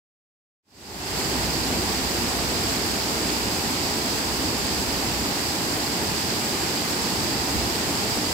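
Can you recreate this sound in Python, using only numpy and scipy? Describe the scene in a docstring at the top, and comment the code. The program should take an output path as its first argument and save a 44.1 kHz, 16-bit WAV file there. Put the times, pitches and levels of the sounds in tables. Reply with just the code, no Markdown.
"""A steady rush of water fades in: a river pours over a weir gate and churns in the pool below.
Clouds of trapped air rumble under the plunge, bubbles ring in the foam and spray hisses.
A low hum comes and goes. All is heard from above through two microphone ports that colour the treble."""
import sys
import numpy as np
from scipy import signal
from scipy.fft import rfft, irfft, next_fast_len
from scipy.io import wavfile

SR = 44100
rng = np.random.default_rng(int(sys.argv[2]) if len(sys.argv) > 2 else 0)


def wav_record(signal):
    """Record a signal, one row per channel, as 16-bit PCM in the file named by sys.argv[1]."""
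    frames = np.transpose(np.atleast_2d(signal))
    bounded = np.clip(frames, -1, 1)
    # unit amplitude maps onto the largest positive 16-bit level
    quanta = np.round(bounded * 32767).astype(np.int16)
    wavfile.write(sys.argv[1], SR, quanta)


N = 367353
CUTOFF_HZ = 15800

# spectrum of the falling water: f/Hz, relative density/dB
WATER_SPECTRUM = [(22, -41), (45, -15), (56, -6.5), (80, -0.1), (140, -3.5), (180, -0.9), (300, 1.0),
                  (410, -2), (520, -7), (850, -5), (1300, -10), (2600, -12), (4200, -17.5), (11000, -27.5),
                  (16000, -31)]
# phase lead of the left port: f/Hz, phase/rad
LEFT_LEAD = [(40, 1), (100, .5), (380, 0), (550, -0.5), (850, 0), (1200, -2.0), (1600, -4), (2500, -5.5),
             (5500, -12.5), (9000, -21)]


def from_db(db):
    """Decibels to gain."""
    return 10 ** (np.asarray(db) / 20)


def unit_rms(x):
    """Scale to rms 1."""
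    return x / np.sqrt(np.mean(x ** 2) + 1e-20)


def per_sample(points):
    """Read a (t/s, value) table at every sample."""
    return np.interp(np.arange(N) / SR, *np.transpose(points))


def at_hz(points, hz):
    """Read a (f/Hz, value) table on a log-frequency axis."""
    known_hz, values = np.transpose(points)
    return np.interp(np.log(hz + 1e-9), np.log(known_hz), values)


def filtered(x, response):
    """Apply the frequency response response(hz)."""
    size = next_fast_len(N + SR // 4, True)
    return irfft(rfft(x, size) * response(np.fft.rfftfreq(size, 1 / SR)), size)[..., :N]


def drift(per_s):
    """Random curve of rms 1 with per_s breakpoints a second."""
    steps = rng.standard_normal(2048)
    return unit_rms(np.interp(np.arange(N) / SR * per_s, np.arange(len(steps)), steps))


def diffuse_noise():
    """White noise from a wide pool at two close ports: bass alike, treble different."""
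    # coherence of the ports: f/Hz, coherence/1
    coherence = [(30, 0.4), (80, 0.8), (190, 0.98), (400, 0.92), (590, 0.5), (800, 0.84), (1100, 0.25),
                 (2400, 0.13), (3400, 0.12), (5500, 0.08), (9000, .02)]
    left, independent = rng.standard_normal((2, N))
    shared = filtered(left, lambda hz: at_hz(coherence, hz) * np.exp(-1j * at_hz(LEFT_LEAD, hz)))
    right_only = filtered(independent, lambda hz: np.sqrt(1 - at_hz(coherence, hz) ** 2))
    return np.array([left, shared + right_only])


def hum(tone_hz=61.9, waver_hz=0.7, throb_db=1.0, rumble_db=-12, rumble_hz=44, width_oct=0.41):
    """Unsteady low tone, perhaps the gate trembling in the flow, over a rumble that swells with it."""
    # hum envelope: t/s, level/dB
    envelope = [(1.2, -42), (1.85, -37.3), (3.1, -44), (5.05, -41), (5.6, -50), (7.2, -56), (7.58, -38),
                (7.85, -49.5)]
    phase = 2 * np.pi * np.cumsum(tone_hz + waver_hz * drift(5.4)) / SR
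    tone = np.sqrt(2) * np.sin([phase + at_hz(LEFT_LEAD, tone_hz), phase])
    tone *= from_db(throb_db * drift(8.7))
    rumble = filtered(diffuse_noise(),
                      lambda hz: np.exp(-(np.log2(hz / rumble_hz + 1e-9) / width_oct) ** 2))
    balance = from_db([[-3.0], [0.4]])   # left, right
    return (tone + from_db(rumble_db) * unit_rms(rumble)) * from_db(per_sample(envelope)) * balance


def bubbles(per_s=700, cycles_to_60db=10.6, spread_db=4.0, low_hz=450, high_hz=9000, sizes=28):
    """Single bubbles and drops near the surface ring briefly, scattered across the pool."""
    out = np.zeros((2, N))
    for hz in np.geomspace(low_hz, high_hz, sizes):
        draws = rng.random((3, 1500))
        wait, strength = -np.log(1 - draws[:2])   # exponential
        pan = draws[2]
        onsets = (np.cumsum(wait) * sizes / per_s * SR).astype(int)
        height = from_db(spread_db * np.minimum(strength, 4) + at_hz(WATER_SPECTRUM, hz)) * np.sqrt(hz)
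        pops = np.zeros((2, N))
        pops[:, onsets[onsets < N]] = (height * np.sqrt([pan, 1 - pan]))[:, onsets < N]
        decay = np.exp(-np.log(1000) * hz / (cycles_to_60db * SR))
        step_rad = 2 * np.pi * hz / SR
        feedback = [1, -2 * decay * np.cos(step_rad), decay ** 2]
        out += signal.lfilter([0, np.sin(step_rad)], feedback, pops + 1e-18)
    return unit_rms(out)


def plunge(boom_heave_db=0.4, roar_heave_db=0.5, heaves_per_s=3.96, rise_share=0.4):
    """Level curves of the water's boom and roar in dB: random heave plus brief swells."""
    # brief swells: peak t/s, length/s, boom lift/dB, roar lift/dB
    swells = [(1.44, .15, 3.5, -2.5), (1.763, .2, 2.5, 4), (2.9, .9, 0, 1.5), (4.447, 0.14, 3, 3),
              (7.21, 0.22, 4.5, -1.5), (7.57, 0.18, 7, 1), (7.91, 0.14, 5, -1)]
    boom_db = boom_heave_db * drift(heaves_per_s)
    roar_db = roar_heave_db * drift(heaves_per_s)
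    for peak_s, length_s, boom_lift_db, roar_lift_db in swells:
        from_peak = (np.arange(N) / SR - peak_s) / length_s
        swell = np.interp(from_peak, [-rise_share, 0, 1 - rise_share], [0, 1, 0])
        boom_db += boom_lift_db * swell
        roar_db += roar_lift_db * swell
    return boom_db, roar_db


def churn(swells_db, rush_db=-27.5, cloud_hz=400, heave_db=0.4, flicker_db=0.51, surge_db=0.07):
    """Countless bubbles merge into a rush; each octave is one bubble size and also swells on its own."""
    # centres of boom (big air clouds), roar (middling ones) and spray (small bubbles): f/Hz
    swell_hz = [125, 258, 800]
    noise = filtered(diffuse_noise(), lambda hz: from_db(at_hz(WATER_SPECTRUM, hz)) * (hz < CUTOFF_HZ))
    noise = unit_rms(noise)
    surge = drift(19)
    octaves_hz = np.geomspace(31.25, 16000, 10)
    out = np.zeros((2, N))
    for centre_hz, band_gains in zip(octaves_hz, np.eye(len(octaves_hz))):
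        band = filtered(noise, lambda hz: at_hz(np.c_[octaves_hz, band_gains], hz))
        weights = [at_hz(np.c_[swell_hz, gains], centre_hz) for gains in np.eye(len(swell_hz))]
        swell_db = sum(weight * (db - db.mean()) for weight, db in zip(weights, swells_db))
        cloud_share = 1 / (1 + (centre_hz / cloud_hz) ** 2)   # clouds heave slowly, spray flickers fast
        slow_db = cloud_share * heave_db * drift(9.9)
        fast_db = (1 - cloud_share) * (flicker_db * drift(30) + surge_db * surge)
        out += band * from_db(rush_db + swell_db + slow_db + fast_db)
    return out


def scene(bubble_re_spray_db=-15):
    """The rush, the bubbles that stand out of it, and the hum."""
    # foam and spray on the pool: t/s, level/dB
    spray = [(1.5, -29), (2.45, -28.5), (3.3, -28.9), (5.5, -29), (8.3, -28.5)]
    spray_db = per_sample(spray)
    boom_db, roar_db = plunge()
    rush = churn([boom_db, roar_db, spray_db])
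    return rush + from_db(spray_db + bubble_re_spray_db) * bubbles() + hum()


def colour(x, bands):
    """Peaking filters in series; each lifts or dips one band."""
    def response(hz):
        gain = 1
        for centre_hz, width_hz, gain_db in bands:
            bandpass = hz * width_hz / (hz * width_hz + 1j * (hz ** 2 - centre_hz ** 2))
            gain = gain * (1 + (from_db(gain_db) - 1) * bandpass)
        return gain
    return filtered(x, response)


def record(dry, fade_start_s=0.62, fade_length_s=0.59):
    """Treble peaks of the microphone ports, square-law fade-in, steep low-pass."""
    # colour of each side: f/Hz, width/Hz, gain/dB
    left_bands = [(5900, 760, 1.5), (7560, 800, 16), (9600, 710, 5), (12560, 2400, 6.5)]
    # same columns; the first row makes the right side slightly louder in the bass
    right_bands = [(60, 500, 1.5), (550, 210, -2), (1917, 130, 1.8), (4850, 752, 16.5), (6600, 660, 3),
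                   (8500, 1700, -3.5), (13960, 1500, 13.5)]
    heard = np.array([colour(dry[0], left_bands), colour(dry[1], right_bands)])
    fade = np.clip((np.arange(N) / SR - fade_start_s) / fade_length_s, 0, 1) ** 2
    return filtered(heard * fade, lambda hz: 1 / np.sqrt(1 + (hz / CUTOFF_HZ) ** 600))


dry = scene()
out = record(dry)
wav_record(out)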